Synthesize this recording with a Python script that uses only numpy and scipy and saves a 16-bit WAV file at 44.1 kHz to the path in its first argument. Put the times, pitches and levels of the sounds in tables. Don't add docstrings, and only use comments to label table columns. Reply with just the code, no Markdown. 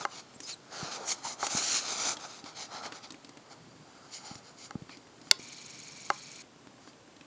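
import sys
import numpy as np
from scipy import signal
from scipy.fft import rfft, irfft, next_fast_len
from scipy.io import wavfile
from scipy.ndimage import uniform_filter1d, minimum_filter1d

SR = 44100
rng = np.random.default_rng(int(sys.argv[2]) if len(sys.argv) > 2 else 0)


def transcribe(u):
    v = np.clip(np.atleast_2d(u).T, -1, 1)
    q = np.round(v * 32767).astype(np.int16)
    wavfile.write(sys.argv[1], SR, q)


N = 320333
TIME = np.arange(N) / SR
CAMERA_RATE_HZ, BAND_EDGE_HZ = 16000, 7720


def claws(skid_s=.0016, tick_t60=.024, ring_width_hz=1200, ring_db=4, thud_hz=280, thud_t60=.045):
    # t/s, relative level/dB, shell resonance f/Hz
    steps = [(0.402, -29, 6400), (1.4655, -18.5, 6500), (2.1672, -28, 3400), (2.44, -35, 4530),
             (2.852, -31, 1500), (2.921, -28, 1700), (3.1043, -30, 4430), (3.12, -35.5, 6000),
             (3.142, -38, 1500), (3.2455, -36, 4440), (3.291, -37.5, 5170), (3.3705, -38.5, 2330),
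             (4.3527, -33, 5250), (4.8925, -34, 1280), (4.970, -39, 4600), (5.213, -40.5, 4770),
             (5.269, -41, 1300), (6.67, -40, 1300), (6.78, -45, 900), (6.874, -38, 900), (7.076, -45, 1000),
             (7.164, -44, 3600), (7.209, -38.5, 2250)]
    out, t = np.zeros(N), TIME[:SR // 16]
    skid = np.minimum(t / skid_s, 1) * from_db(-60 * np.maximum(t - skid_s, 0) / tick_t60)
    thud = cut(ring(signal.unit_impulse(len(t)), thud_hz, thud_t60), thud_hz / 2, "high")
    grits = rng.standard_normal((64, len(t)))
    for (s, db, hz), grit in zip(steps + light_steps(), grits):
        force = cut(grit * skid, 350, "high")
        force = cut(force, 2.2 * hz, "low", order=1)
        leg = from_db(ring_db) * resonate(force, hz, ring_width_hz)
        tick = cut(force + leg, BAND_EDGE_HZ, "low", order=4)
        tick *= np.sqrt(np.sum(skid ** 2) / np.sum(tick ** 2))
        add(out, s, from_db(db - 8) * tick)
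        add(out, s, from_db(min(db - 4, -42.5)) * thud)
    return out


def light_steps(per_s=3, db=-48, spread_db=2, hz=1800, spread_octaves=.7):
    gaps, strengths, pitches = rng.uniform(-1, 1, (40, 3)).T
    times = np.cumsum(1 + gaps) / per_s
    rows = zip(times, db + spread_db * strengths, hz * 2 ** (spread_octaves * pitches))
    return [row for row in rows if row[0] < TIME[-1]]


def rubbing(grain_db=1.05, flutter_db=.8, regrip_s=3.3, palm_delay_s=.000801, palm_echo=.28):
    # f/Hz, relative density/dB
    shell_spectrum = [(100, -19.5), (280, -9), (520, -4.5), (800, 1.5), (1050, -8), (1320, -2), (1600, -8),
                      (1900, -15), (2600, -31)]
    rub_spectrum = [(1400, -22.5), (1850, -9.5), (2250, -4.5), (2800, -10), (3100, -6.5), (3450, -7.5),
                    (4200, -1), (4650, -2), (5200, -3.5), (5700, -6), (6100, -8), (7500, -24.5)]
    hiss_spectrum = [(4800, -19.5), (5600, -0.5), (6200, 3), (6700, 3.5), (7200, 1), (7800, -13.5)]
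    # f/Hz, bandwidth/Hz, relative level/dB
    resonances = [(2150, 190, -2), (3130, 420, -6), (4680, 450, -1.5), (5700, 340, -8.5), (6980, 400, -4)]
    spectra = shell_spectrum, rub_spectrum, hiss_spectrum
    slips_db = grain_db * drift(500)
    shell, rub, hiss = (noise(spectrum) * gain * from_db(slips_db + flutter_db * drift(45))
                        for spectrum, gain in zip(spectra, stroke_gains()))
    skin = rub + hiss
    barrel = sum(from_db(db + 5.4) * resonate(skin, hz, width) for hz, width, db in resonances)
    near_barrel = from_db(-9.5) * skin + barrel
    sound = shell + np.where(TIME < regrip_s, skin, near_barrel)
    delay = palm_delay_s * np.exp(.14 * drift(3))
    return sound + palm_echo * np.interp(TIME - delay, TIME, sound)


def stroke_gains(attack_s=.034, release_s=.033, swell_db=5.6, calm_db_per_s=1.1, still_s=5.35):
    # start t/s, duration/s, place of hardest press (0-1), shell, rub, hiss level/dB
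    strokes = [(0.0, 0.044, 0.25, -41.5, -46.5, -48.0), (0.112, 0.095, 0.95, -49.5, -47.5, -51.5),
               (0.419, 0.028, 0.95, -64.5, -56.5, -51.0), (0.476, 0.048, 0.46, -56.5, -41.5, -44.0),
               (0.727, 0.175, 0.7, -42.0, -42.5, -48.5), (0.915, 0.052, 0.11, -42.0, -38.5, -44.0),
               (0.972, 0.098, 0.71, -43.5, -50.5, -56.0), (1.083, 0.045, 0.84, -42.5, -34.0, -30.0),
               (1.132, 0.074, 0.71, -54.5, -55.0, -58.0), (1.245, 0.086, 0.05, -43.5, -41.5, -40.0),
               (1.41, 0.068, 0.57, -41.5, -39.5, -38.5), (1.507, 0.119, 0.63, -37.5, -34.5, -32.5),
               (1.626, 0.171, 0.84, -41.5, -31.5, -31.0), (1.812, 0.174, 0.61, -42.5, -38.0, -40.0),
               (1.981, 0.149, 0.62, -38.5, -35.5, -34.5), (2.201, 0.069, 0.73, -46.5, -47.0, -49.5),
               (2.285, 0.117, 0.14, -52.5, -49.5, -54.0), (2.457, 0.056, 0.05, -48.5, -49.5, -58.0),
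               (2.566, 0.089, 0.62, -49.0, -42.0, -48.0), (2.716, 0.088, 0.41, -43.5, -46.0, -54.5),
               (2.834, 0.041, 0.7, -39.5, -43.0, -50.5), (2.928, 0.062, 0.66, -49.5, -51.0, -56.5),
               (3.034, 0.03, 0.34, -50.5, -47.0, -59.0), (3.508, 0.027, 0.58, -50.5, -53.0, -58.0),
               (3.875, 0.244, 0.81, -58.5, -63.0, -68.5), (4.129, 0.047, 0.41, -61.0, -43.5, -45.0),
               (4.19, 0.2, 0.6, -55, -53.5, -57), (4.25, 0.035, 0.5, -58, -50.5, -50.5),
               (4.448, 0.064, 0.57, -60.5, -56.5, -60.5), (4.587, 0.08, 0.9, -59.5, -50.5, -51.0),
               (4.904, 0.045, 0.39, -64.5, -52.5, -63.5), (5.24, 0.07, 0.6, -61, -61.5, -62.5),
               (6.806, 0.099, 0.84, -65.0, -62.5, -63.5)]
    # shell, rub, hiss level/dB
    rest_db = [-63, -66, -72]
    t = TIME[::44]
    resting = from_db(-calm_db_per_s * t) * np.clip((still_s - t) / .05, 0, 1)
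    power = np.outer(from_db(rest_db), resting) ** 2
    for s, length, crest, shell_db, rub_db, hiss_db in strokes:
        fade_db = 20 * (np.maximum(s - t, 0) / attack_s + np.maximum(t - s - length, 0) / release_s)
        press_db = swell_db * np.interp((t - s) / length, [0, crest, 1], [-1, 0, -1])
        levels_db = np.array([shell_db - fade_db / 2.2, rub_db - fade_db, hiss_db - fade_db])
        power += from_db(press_db + levels_db) ** 2
    return [np.interp(TIME, t, np.sqrt(layer)) for layer in power]


def groans():
    # centre t/s, duration/s, f/Hz, bandwidth per stage/Hz, level/dB
    drags = [(0.999, 0.15, 490, 204, -50), (1.262, 0.047, 928, 200, -41), (1.436, .02, 844, 90, -31),
             (2.06, .16, 1350, 300, -47), (2.8, .24, 1300, 250, -52.5), (4.0, .2, 1390, 250, -65),
             (3.717, 0.43, 135, 130, -56), (4.284, 0.16, 817, 120, -53.5), (4.929, 0.074, 2400, 300, -56)]
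    out = np.zeros(N)
    for s, length, hz, width_hz, db in drags:
        swell = signal.windows.hann(round(length * SR)) ** .5
        note = narrow_band(rng.standard_normal(len(swell)), hz, width_hz)
        add(out, s - length / 2, from_db(db) * swell * note)
    return out


def squeaks(jitter=.018, octave_db=-4.5, rasp_db=3.5):
    # start t/s, duration/s, first, middle and last f/Hz, level/dB
    glides = [(.024, 0.022, 3630, 3450, 3130, -53), (0.109, 0.048, 3200, 2850, 2980, -57),
              (0.342, 0.027, 6900, 7600, 6800, -59), (0.432, 0.04, 5100, 5000, 5300, -48),
              (0.502, .046, 4980, 4300, 3850, -44.5)]
    out = np.zeros(N)
    for s, length, first, middle, last, db in glides:
        progress = np.linspace(0, 1, round(length * SR))
        hz = np.polyval(np.polyfit([0, .5, 1], [first, middle, last], 2), progress)
        hz *= 1 + jitter * drift(900)[:len(hz)]
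        phase = 2 * np.pi * np.cumsum(hz) / SR
        swell = np.sqrt(2 * np.abs(np.sin(np.pi * progress)))
        grip = swell * from_db(db + rasp_db * drift(704)[:len(hz)])
        add(out, s, grip * (np.sin(phase) + from_db(octave_db) * np.sin(2 * phase)))
    return out


def knocks(scuff_db=-25, scuff_t60=.016):
    # t/s, relative level/dB, hardness as cut-off f/Hz
    impacts = [(0.0509, -16.5, 2850), (1.428, -16.5, 1200), (1.467, -27, 2000), (4.708, -33, 7000),
               (4.7525, -26, 390), (6.1017, -12.4, 3150)]
    # f/Hz, relative level/dB, T60/s
    case_modes = [(383, -18.5, 0.051), (566, -18, 0.063), (812, -6, 0.044), (1036, -22, .13),
                  (1096, -6, 0.026), (1295, 0.5, 0.016), (1600, -3.5, 0.016), (2080, -9, 0.022),
                  (2840, -13, 0.017), (4450, -4.5, .009), (5760, -8, 0.014), (6950, -6, .008)]
    out, t = np.zeros(N), TIME[:SR // 5]
    for s, db, hard_hz in impacts:
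        push = cut(signal.unit_impulse(len(t)), hard_hz, "low", order=1)
        push = cut(push, 1.8 * hard_hz, "low", order=1)
        scuff = cut(rng.standard_normal(len(t)), hard_hz, "low")
        scuff *= from_db(scuff_db - 60 * t / scuff_t60)
        add(out, s, from_db(db) * (ring_modes(push, case_modes) + scuff))
    return out


def bumps(t60_cycles=4.1, soft_hz=900):
    # t/s, level/dB, f/Hz
    pushes = [(0.361, -36, 254), (0.828, -24.5, 160), (1.549, -20.5, 218), (2.44, -38, 280),
              (2.746, -36, 290), (4.312, -30, 206), (4.354, -36.5, 127), (4.754, -19, 205),
              (4.82, -29.5, 170), (5.394, -32, 330)]
    out, push = np.zeros(N), cut(signal.unit_impulse(SR // 8), soft_hz, "low")
    for s, db, hz in pushes:
        add(out, s, from_db(db) * ring(push, hz, t60_cycles / hz))
    return out


def lever(rattle_db=-35, rattle_t60=.07):
    # t/s, relative level/dB
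    impacts = [(5.3118, -10.5), (5.3122, -2), (5.3133, -13.5)]
    # f/Hz, relative level/dB, T60/s
    barrel_modes = [(400, -39, .12), (605, -31, 0.05), (883, -24, 0.026), (1060, -37.5, .16),
                    (1430, -8.5, 0.024), (2200, -11, 0.016), (2665, -9, 0.0054), (3740, 0, 0.007),
                    (4365, 0.5, 0.01), (5190, 4.5, 0.0038), (6290, -6.5, 0.0096), (7030, -4.5, 0.0081),
                    (3450, -40, .2), (3530, -47, 0.11), (6060, -43.5, 0.16)]
    out, clicks, t = np.zeros(N), np.zeros(SR // 2), TIME[:SR // 2]
    start_s = impacts[0][0]
    for s, db in impacts:
        add(clicks, s - start_s, from_db([db]))
    rattle = cut(rng.standard_normal(len(t)), 300, "high") * from_db(rattle_db - 60 * t / rattle_t60)
    add(out, start_s, rattle + ring_modes(clicks, barrel_modes))
    return out


def zoom_motor(on_s=5.385, off_s=6.425, ramp_s=.0058, turn_hz=22.7, grain_db=3.5):
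    # f/Hz, half-bandwidth per stage/Hz, relative level/dB, modulation depth (0-1)
    gears = [(2310, 180, 1.5, .12), (4310, 420, 3, 0.1), (5510, 430, 1.5, .1), (6640, 550, 4, 0.5),
             (3220, 1000, -1.5, 0.06)]
    # f/Hz, relative density/dB
    hum_spectrum = [(60, -50), (130, 1), (230, -4), (400, -25), (900, -12), (1500, -12.5), (3000, -20)]
    running = np.clip(np.minimum(TIME - on_s, off_s - TIME) / ramp_s, 0, 1)
    angle = 2 * np.pi * np.cumsum(turn_hz * (1 + .0094 * drift(3.47))) / SR
    throb = np.cos(angle) + .28 * np.cos(angle / 2)
    whir = 0
    for hz, half_width_hz, db, depth in gears:
        teeth = rng.standard_normal(N) * from_db(grain_db * drift(600))
        whir += from_db(db) * narrow_band(teeth, hz, 2 * half_width_hz) * (1 + depth * throb)
    hum = from_db(-6) * noise(hum_spectrum)
    return from_db(-53) * running * (whir / 2 + hum)


def kitchen(x, t60=.32, wall_hz=5000, gap_s=.004):
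    t = TIME[:SR // 2]
    tail = cut(rng.standard_normal(len(t)), wall_hz, "low") * from_db(-60 * t / t60) * (t > gap_s)
    return signal.fftconvolve(x, tail / np.sqrt(np.sum(tail ** 2)))[:N]


def room_tone(level_db=-56.9):
    # f/Hz, relative density/dB
    spectrum = [(24, -53.5), (40, -25.5), (95, -14), (120, -7.5), (197, -9.5), (273, -5.5), (371, -9.5),
                (462, -10), (538, -12.5), (575, -11.5), (929, -15.5), (1060, -14.5), (1260, -18),
                (2280, -21.5), (7400, -25.5), (9620, -58), (16300, -120)]
    return from_db(level_db) * noise(spectrum)


def from_db(db):
    return 10 ** (np.asarray(db) / 20)


def rms_one(x):
    return x / np.sqrt(np.mean(x ** 2) + 1e-20)


def cut(x, hz, kind, order=2):
    return signal.sosfilt(signal.butter(order, hz, kind, fs=SR, output="sos"), x + 1e-18)


def drift(rate_hz):
    knots = rng.standard_normal(8000)
    return rms_one(np.interp(TIME * rate_hz, np.arange(len(knots)), knots))


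def noise(spectrum):
    hz, db = np.transpose(spectrum)
    size = next_fast_len(N)
    bins = np.maximum(np.fft.rfftfreq(size, 1 / SR), 1)
    gain = from_db(np.interp(np.log(bins), np.log(hz), db)) * (bins < CAMERA_RATE_HZ / 2)
    return rms_one(irfft(rfft(rng.standard_normal(size)) * gain, size)[:N])


def ring(x, hz, t60):
    r, w = from_db(-60 / (t60 * SR)), 2 * np.pi * hz / SR
    return signal.lfilter([0, np.sin(w)], [1, -2 * r * np.cos(w), r * r], x + 1e-18)


def ring_modes(force, modes):
    return sum((-1) ** k * from_db(db) * ring(force, hz, t60) for k, (hz, db, t60) in enumerate(modes))


def resonate(x, hz, width_hz):
    r, w = np.exp(-np.pi * width_hz / SR), 2 * np.pi * hz / SR
    return signal.lfilter(np.array([1, 0, -1]) * (1 - r * r) / 2, [1, -2 * r * np.cos(w), r * r], x)


def narrow_band(x, hz, width_hz):
    return rms_one(resonate(resonate(x, hz, width_hz), hz, width_hz))


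def add(track, s, sound):
    at = round(s * SR)
    track[at:at + len(sound)] += sound[:N - at]


def limiter(x, ceiling, size):
    allowed = ceiling / np.maximum(np.abs(x), ceiling)
    return x * uniform_filter1d(minimum_filter1d(allowed, size), size)


def scene():
    crab, taps, snap = claws(), knocks() + bumps(), lever()
    reflections = kitchen(from_db(-16.5) * crab + from_db(-28) * taps + from_db(-33.5) * snap)
    background = room_tone()
    handling = cut(taps + rubbing() + groans() + squeaks() + snap, 99, "high", order=3)
    return (crab + handling + reflections + zoom_motor() + background)[None]


def record(dry, image_db=-10, cutoff_hz=17100):
    band = signal.sosfilt(signal.cheby1(12, .3, BAND_EDGE_HZ, fs=SR, output="sos"), dry)
    image = cut(2 * band * np.cos(2 * np.pi * CAMERA_RATE_HZ * TIME), 8950, "low", order=22)
    rounded = np.tanh(limiter(band + from_db(image_db) * image, ceiling=.98, size=11))
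    return signal.sosfilt(signal.cheby2(16, 60, cutoff_hz, fs=SR, output="sos"), rounded)


dry = scene()
out = record(dry)
transcribe(out)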